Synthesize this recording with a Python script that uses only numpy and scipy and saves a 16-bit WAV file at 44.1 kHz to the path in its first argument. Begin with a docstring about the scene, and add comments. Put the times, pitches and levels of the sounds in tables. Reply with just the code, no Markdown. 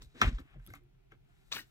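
"""Steady room noise and a wavering hum (filtered noise) lie under a cat on a sofa back in a living room.
First come faint claw ticks (ringing clicks), then one hard knock on a carpeted pole (driven damped modes).
Low thumps (swelling sines) and dull noise bands follow as pole and sofa sway and the cat's weight shifts;
fur and cloth rustle (grainy noise), claws tick again and light taps ring a hollow part (damped modes).
Late on comes a short scrape (grainy noise with ringing catches). Two microphones hear it all."""
import sys
import numpy as np
from scipy import signal
from scipy.fft import rfft, irfft, next_fast_len
from scipy.io import wavfile

SR = 44100
rng = np.random.default_rng(int(sys.argv[2]) if len(sys.argv) > 2 else 0)


def generate_wav(sig):
    """Save sig (samples, or channels by samples) to the path in sys.argv[1] as 16-bit PCM at SR."""
    pcm = np.round(np.clip(np.atleast_2d(sig).T, -1, 1) * 32767).astype(np.int16)
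    wavfile.write(sys.argv[1], SR, pcm)


def ratio_of_db(decibels):
    """Turn decibels (scalar or array-like) into linear amplitude factors; 0 dB maps to 1."""
    return 10 ** (np.asarray(decibels, float) / 20)


N = 74970

# spectrum of the room noise: f/Hz, relative level/dB
HUSH_SPECTRUM = [(18, -41), (30, 10.5), (48, -1), (93, -27.5), (137, -3.5), (173, -25), (225, -31.5),
                 (401, -12), (495, -33), (714, -22), (1240, -44.5), (1370, -27.5), (1610, -48.5),
                 (2320, -33.5), (7540, -46), (8600, -47.5), (15700, -40)]
# likeness of the room noise at the two microphones: f/Hz, left-right correlation/1
HUSH_LIKENESS = [(60, -0.12), (180, -0.15), (550, -0.86), (1650, 0.68), (4970, -0.24), (15000, -0.82)]
# resonances of the hum: f/Hz, rms level/dB, bandwidth/Hz
HUM = [(39, -70, 7), (134, -70, 6)]
# weight shifting in the cushions: t/s, bass level before trim/dB, low middle level before trim/dB
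WEIGHT = [(0.0, -102, -52.5), (0.074, -83, -67), (0.112, -68.5, -101), (0.157, -55, -43.5),
          (0.196, -68, -52.5), (0.218, -30, -25), (0.264, -29, -37.5), (0.287, -33, -38),
          (0.364, -46, -67.5), (0.404, -48, -42), (0.448, -83, -71.5), (0.506, -58, -83.5),
          (0.572, -43, -51), (0.65, -62.5, -99), (0.688, -39, -53.5), (0.718, -47.5, -55),
          (0.766, -57.5, -64), (0.891, -81.5, -70.5), (1.102, -70, -79.5), (1.13, -79, -53.5),
          (1.178, -74, -71), (1.496, -63.5, -81), (1.551, -44.5, -49.5), (1.595, -57, -50),
          (1.666, -83, -72), (1.7, -69, -91)]
# low swings of pole and sofa frame: centre t/s, length/s, peak level/dB, f/Hz
SWAYS = [(0.01, 0.082, -47, 39.6), (0.045, 0.046, -56, 119), (0.07, 0.031, -46, 51),
         (0.164, 0.015, -51, 308), (0.23, 0.029, -32, 229), (0.244, 0.034, -32.5, 108),
         (0.252, 0.02, -22, 59), (0.276, 0.047, -19, 49.6), (0.285, 0.036, -35, 246),
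         (0.288, 0.028, -31.5, 106), (0.319, 0.057, -46.5, 234), (0.347, 0.072, -27, 41.6),
         (0.403, 0.047, -46.5, 273.5), (0.418, 0.023, -40.5, 45), (0.457, 0.018, -60.5, 287),
         (0.565, 0.021, -49, 146), (0.595, 0.079, -53.5, 128), (0.597, 0.22, -46.5, 41.6),
         (0.63, 0.046, -66, 130.6), (0.689, 0.02, -53, 328.4), (0.721, 0.1, -51, 103.7),
         (0.764, 0.079, -60, 284), (0.776, 0.078, -57, 45), (0.84, 0.15, -69, 355.4),
         (1.127, 0.014, -59, 410), (1.142, 0.025, -70, 387), (1.564, 0.062, -61, 111)]
# faint creaks: centre t/s, length/s, peak level/dB, f/Hz
CREAKS = [(.546, .02, -64, 780), (.562, .025, -63, 600), (1.137, .03, -74, 2300), (1.3, .05, -76, 700),
          (1.315, .08, -75, 1400), (1.42, .06, -80, 750)]
# fur and cloth rubbing: t/s, middle level/dB, top level/dB, treble level/dB
RUB = [(0, -75.5, -91, -94), (.02, -66.5, -61.5, -76), (.04, -74.5, -68, -71), (.075, -84, -82.5, -85),
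       (.14, -78, -80, -88), (.157, -64, -73.5, -80.5), (.211, -54.5, -56.5, -71.5),
       (.222, -26.5, -38, -61.5), (.245, -39, -53.5, -63), (.29, -47.5, -54, -68), (.31, -65.5, -70.5, -81),
       (.355, -64, -67, -93), (.378, -66.5, -72.5, -90.5), (.395, -63, -65, -73.5),
       (.43, -74, -88.5, -87.5), (.55, -68, -85, -89.5), (.575, -76.5, -97.5, -98),
       (.65, -76.5, -82.5, -79), (.69, -73.5, -71, -80), (.73, -72, -80, -74.5), (.755, -60.5, -66, -69.5),
       (.81, -86, -100, -100), (1.1, -86, -99, -104), (1.122, -63, -78.5, -94), (1.175, -90, -100, -102),
       (1.3, -79, -88.5, -89), (1.5, -81, -80.5, -80.5)]
# spectra of the rubbing in its middle, top and treble: f/Hz, relative level/dB per Hz
RUB_MIDDLE = [(240, -33), (400, -18.5), (671, 0.5), (900, -1), (1500, 5), (2400, 4), (3500, -3),
              (4550, -34), (7700, -120)]
RUB_TOP = [(1760, -35.5), (3000, -19), (3780, -0.5), (4360, -9.5), (8500, -16), (11000, -47.5),
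           (18700, -120)]
RUB_TREBLE = [(4710, -28), (8000, -3), (10100, -12.5), (14800, -7), (16000, -18.5)]
# the scrape: t/s, middle level/dB, top level/dB, treble level/dB
SCRAPE = [(1.508, -76, -91, -101), (1.5168, -58, -60, -73.5), (1.518, -40, -45, -53),
          (1.528, -46, -40, -57.5), (1.532, -51, -42, -53), (1.557, -47.5, -49, -47.5),
          (1.569, -43, -48.5, -47.5), (1.58, -54.5, -48.5, -59), (1.587, -47, -55.5, -50),
          (1.6, -58.5, -55.5, -54.5), (1.63, -71, -65.5, -70), (1.67, -116, -103, -99)]
# spectra of the scrape in its middle, top and treble: f/Hz, relative level/dB per Hz
SCRAPE_MIDDLE = [(150, -18.5), (250, -20), (606, -6.5), (774, -9), (1600, -1), (2090, -1.5), (2970, 2.5),
                 (3200, -17), (4160, -50.5), (7040, -120)]
SCRAPE_TOP = [(2000, -29), (3100, -6.5), (4000, -0.5), (5100, -6.5), (6100, -9), (8500, -20.5),
              (11000, -39.5)]
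SCRAPE_TREBLE = [(4710, -37), (8000, -6.5), (9210, -10), (10100, -10.5), (13500, 2.5), (15700, -4)]
# catches in the scrape: t/s, peak level/dB, f/Hz, decay time t60/s
CATCHES = [(1.5176, -40, 3500, .012), (1.521, -40, 2500, .015), (1.5244, -29, 3750, .016),
           (1.5246, -37, 6000, .012), (1.525, -39, 2450, .015), (1.535, -42, 1200, .02),
           (1.543, -42, 1250, .02), (1.561, -41, 3300, .015), (1.5645, -41, 1700, .02),
           (1.568, -38, 1450, .022), (1.5838, -36, 1600, .025), (1.587, -41, 1500, .025),
           (1.592, -42, 1900, .025), (1.612, -50, 1800, .025)]
# light taps on a hollow part: t/s, level/dB, then the relative level/dB of each tap mode
TAPS = [(0.597, -67.5, -20, -8, -6.5, 4.5, -12.5), (0.6779, -57.5, -20, -17, -3.5, -13.5, -11),
        (0.7025, -52, -26.5, -19, -15, -1.5, -1.5), (0.7365, -44, -9, -4.5, -9.5, -8.5, 0),
        (0.7554, -59.5, -24, 4.5, -17, -16, -11), (1.119, -60, -3, -41, 1, 5.5, 5.5)]
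# modes of the hollow part: f/Hz, decay time t60/s
TAP_MODES = [(775, 0.036), (1160, 0.022), (1335, 0.047), (1560, 0.031), (2120, 0.019)]
# claw ticks: t/s, level/dB, f/Hz
TICKS = [(0.021, -40, 5600), (0.028, -45.5, 7800), (0.032, -52, 9400), (0.402, -51.5, 13400),
         (0.6527, -61.5, 11860), (0.6646, -37, 12500), (0.674, -39, 11020), (0.7012, -53, 13000),
         (0.7093, -53, 11200), (0.736, -52, 13850), (0.7527, -46.5, 12070), (0.7744, -63, 13500),
         (0.8372, -66, 11870), (1.121, -81, 11880)]
# small body under each tick: f/Hz, level relative to the tick/dB, decay time t60/s
TICK_BODY = [(3400, -19, .022), (5800, -22, .005), (15000, -8, .0025)]
# knocks on the pole: t/s, level/dB, contact build-up/s, favoured f/Hz
KNOCKS = [(0.016, -56, 0.0016, 780), (0.152, -56.5, 0.0031, 900), (0.2141, -9, 0.0011, 1400),
          (0.383, -43, 0.0015, 794), (0.946, -73.5, 0.0025, 2300)]
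# modes of the pole: f/Hz, relative level/dB, decay time t60/s
POLE_MODES = [(790, -12, .025), (1030, -1, .024), (1165, -2, .028), (1325, 0, .034), (1575, 1, .028),
              (1755, -2, .025), (2150, -7, .02), (2550, -5, .014), (3280, -1, .013), (3500, 0, .011),
              (3950, -5, .009), (5000, -14, .008), (5800, -13, .009), (6700, -15, .008)]


def rms_one(x):
    """Normalisation: scale a signal to unit rms."""
    return x / np.sqrt(np.mean(x ** 2) + 1e-20)


def in_time(rows):
    """Linear interpolation: read each column of a time table at every sample."""
    s, *columns = np.transpose(rows)
    return [np.interp(np.arange(N) / SR, s, column) for column in columns]


def at_hz(points, hz):
    """Interpolation of a spectrum table on a logarithmic frequency axis."""
    table_hz, values = np.transpose(points)
    return np.interp(np.log(hz), np.log(table_hz), values)


def bin_hz():
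    """Frequencies of the Fourier bins, the lowest raised to 1 Hz."""
    return np.maximum(np.arange(N // 2 + 1) * SR / N, 1)


def colour(x, spectrum):
    """Linear filtering: weight the Fourier spectrum, then scale to unit rms."""
    return rms_one(irfft(rfft(x) * ratio_of_db(at_hz(spectrum, bin_hz())), N))


def band_filter(x, order, edges_hz, kind):
    """Butterworth filtering: a maximally flat pass band."""
    return signal.sosfilt(signal.butter(order, edges_hz, kind, fs=SR, output="sos"), x)


def ring(x, hz, t60):
    """Damped resonator: a unit click sets a decaying sine of initial height 1 ringing."""
    r, w = ratio_of_db(-60 / (t60 * SR)), 2 * np.pi * hz / SR
    return signal.lfilter([0, np.sin(w)], [1, -2 * r * np.cos(w), r * r], x + 1e-18)


def contact(t, build_s):
    """Contact force of an impact: quick rise to 1, quick fall."""
    return (t / build_s * np.exp(1 - t / build_s)) ** 2


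def push_ring(push, t, hz, t60):
    """Driven resonance: a mode swells during the contact, then decays; peak 1, random phase."""
    drive = push * np.sin(2 * np.pi * (hz * t + rng.random()))
    y = ring(drive, hz, t60)
    return y / np.abs(y).max()


def click(s, db):
    """Impulse excitation: one sample of the given level."""
    return ratio_of_db(db) * (np.arange(N) == int(s * SR))


def grains(per_s, spread_db, bed):
    """Stick-slip friction: random clicks of uneven size over a bed of noise."""
    sizes = ratio_of_db(spread_db * np.minimum(rng.exponential(1, N), 5)) * rng.choice([-1, 1], N)
    slips = rng.random(N) < per_s / SR
    return rms_one(sizes * slips) + bed * rng.standard_normal(N)


def rustle(curve, spectra, per_s, spread_db):
    """Friction noise: independent grains in the middle, top and treble, each with its own level curve."""
    return sum(ratio_of_db(db) * colour(grains(per_s, spread_db, bed=.75), spectrum)
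               for db, spectrum in zip(in_time(curve), spectra))


def swells(rows):
    """Amplitude modulation: each sine swells and fades under a squared cosine."""
    t = np.arange(N) / SR
    out = np.zeros(N)
    for s, length_s, db, hz in rows:
        swell = np.cos(np.pi * np.clip((t - s) / length_s, -.5, .5)) ** 2
        out += ratio_of_db(db) * swell * np.sin(2 * np.pi * hz * (t - s))
    return out


def pair(x, lag_s, pan_db):
    """Arrival-time and level difference: positive values make the left later and louder."""
    t = np.arange(N)
    left = np.interp(t - lag_s * SR, t, x)
    return np.array([left * ratio_of_db(pan_db / 2), x * ratio_of_db(-pan_db / 2)])


def hush():
    """Partial coherence: steady noise with a set left-right likeness, plus a hum of resonated noise."""
    level_db = -64.5
    mid, side = rfft(rng.standard_normal((2, N)))
    alike = np.clip(at_hz(HUSH_LIKENESS, bin_hz()), -1, 1)
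    both = np.sqrt(1 + alike) * mid + np.sqrt(1 - alike) * side * [[1], [-1]]
    noise = rms_one(irfft(both * ratio_of_db(at_hz(HUSH_SPECTRUM, bin_hz())), N))
    # a narrow resonance driven by noise wavers in level
    hum = sum(ratio_of_db(db) * rms_one(ring(rng.standard_normal(N), hz, 0.81 / width_hz))
              for hz, db, width_hz in HUM)
    return ratio_of_db(level_db) * noise + hum


def room(x):
    """Reverberation: ten feedback delays a side, duller on every round."""
    t60_s, wall_cut_hz = 0.16, 4000
    size = next_fast_len(N + SR)
    w = 2 * np.pi * np.arange(size // 2 + 1) / size
    dull = 1 / (1 + 1j * w * SR / (2 * np.pi * wall_cut_hz)) ** 0.1
    out = np.zeros((2, len(w)), complex)
    for k, lag in enumerate(rng.uniform(0.0033, 0.033, 20) * SR):
        loop = ratio_of_db(-60 * lag / SR / t60_s) * dull * np.exp(-1j * w * lag)
        out[k % 2] += loop / (1 - loop) * (-1) ** (k // 2)  # alternate signs
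    return irfft(out * rfft(x, size), size)[:, :N]


def weight():
    """Band-limited noise: dull lumps from the upholstery as the cat's weight shifts."""
    trim_db, bands_hz = -11, ([60., 154.0], [180., 424.0])
    return sum(ratio_of_db(db + trim_db) * rms_one(band_filter(rng.standard_normal(N), 2, edges_hz, "band"))
               for db, edges_hz in zip(in_time(WEIGHT), bands_hz))


def sways():
    """Low-frequency oscillation: pole and sofa frame swing in short swells."""
    return swells(SWAYS)


def creaks():
    """Tonal bursts: faint creaks swell and fade."""
    return swells(CREAKS)


def rub():
    """Dry friction: fur and cloth give a grainy rustle."""
    return rustle(RUB, (RUB_MIDDLE, RUB_TOP, RUB_TREBLE), per_s=2500, spread_db=3.5)


def scrape():
    """Friction with resonance: one grainy stroke whose louder catches ring."""
    contact_s, fade_in_s = .0006, .004
    out = rustle(SCRAPE, (SCRAPE_MIDDLE, SCRAPE_TOP, SCRAPE_TREBLE), per_s=2000, spread_db=3.0)
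    t = np.arange(2000) / SR
    for s, db, hz, t60 in CATCHES:
        i = int(s * SR)
        out[i:i + len(t)] += ratio_of_db(db) * push_ring(contact(t, contact_s), t, hz, t60)
    start_s = SCRAPE[0][0]
    return out * in_time([(start_s - fade_in_s, 0), (start_s, 1)])[0]


def taps():
    """Modal excitation: a soft contact rings a few clear modes, with a faint noisy snap of the claw."""
    contact_s, snap_db = .0009, -6
    out, t = np.zeros(N), np.arange(4000) / SR
    push = contact(t, contact_s)
    for s, db, *strengths in TAPS:
        body = sum(ratio_of_db(d) * push_ring(push, t, hz, t60) for d, (hz, t60) in zip(strengths, TAP_MODES))
        snap = ratio_of_db(snap_db) * push * rng.standard_normal(len(t))
        i = int(s * SR)
        out[i:i + len(t)] += ratio_of_db(db) * (body + snap)
    return out


def ticks():
    """Impulse response: claw tips catch on the carpet, a bright ringing click with a small body."""
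    out = np.zeros(N)
    for s, db, hz in TICKS:
        out += ring(click(s, db), hz, t60=.0022)
        out += sum(ring(click(s, db + d), body_hz, t60) for body_hz, d, t60 in TICK_BODY)
    return out


def knocks():
    """Modal excitation: a few ms of contact drive pole modes near a favoured pitch, with a short crack."""
    fall_db_per_oct, scatter_db = 1.5, 2.0
    crack_db, crack_s, pole_cut_hz = -31, .004, 720
    out, t = np.zeros(N), np.arange(6000) / SR
    for s, db, build_s, pitch_hz in KNOCKS:
        noise = rng.standard_normal(len(t))
        crack = np.diff(noise, prepend=0) * np.exp(-t / crack_s)
        push = contact(t, build_s)
        body = np.zeros(len(t))
        for hz, d, t60 in POLE_MODES:
            octaves_off = abs(np.log2(hz / pitch_hz))
            mode_db = d - fall_db_per_oct * octaves_off + scatter_db * rng.standard_normal()
            body += ratio_of_db(mode_db) * push_ring(push, t, hz, t60)
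        i = int(s * SR)
        out[i:i + len(t)] += ratio_of_db(db) * (body / np.abs(body).max() + ratio_of_db(crack_db) * crack)
    return band_filter(out, 4, pole_cut_hz, "high")


def scene():
    """Superposition: direct sounds and room sum; separate draws make the two sides partly unlike."""
    room_db, tick_room_db = -18, -16  # the ticks' own factor comes on top of the room's
    shared_rub, left_rub = rub(), rub()
    cat, claws, late = knocks() + taps() + shared_rub, ticks(), scrape()
    left_only = 0.83 * left_rub + 0.75 * (knocks() + scrape())
    opposed = 0.25 * weight()  # opposite sign on the two sides
    low = sways() + creaks() + weight()
    direct = (pair(cat, lag_s=.00017, pan_db=1.5) + pair(claws, lag_s=.00008, pan_db=1.5)
              + pair(low, lag_s=.00035, pan_db=0) + pair(late, lag_s=-.00011, pan_db=4.0))
    echoes = ratio_of_db(room_db) * room(cat + late + ratio_of_db(tick_room_db) * claws)
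    return direct + left_only * [[1], [0]] + opposed * [[1], [-1]] + echoes + hush()


def band_limit(x):
    """A steep low-pass at the top of the band."""
    return signal.sosfilt(signal.butter(12, 15800, fs=SR, output="sos"), x)


def record(dry):
    """High-pass response: the microphones drop the deepest bass."""
    mix = band_filter(dry, 2, 32, "high")
    return band_limit(mix)


dry = scene()
out = record(dry)
generate_wav(out)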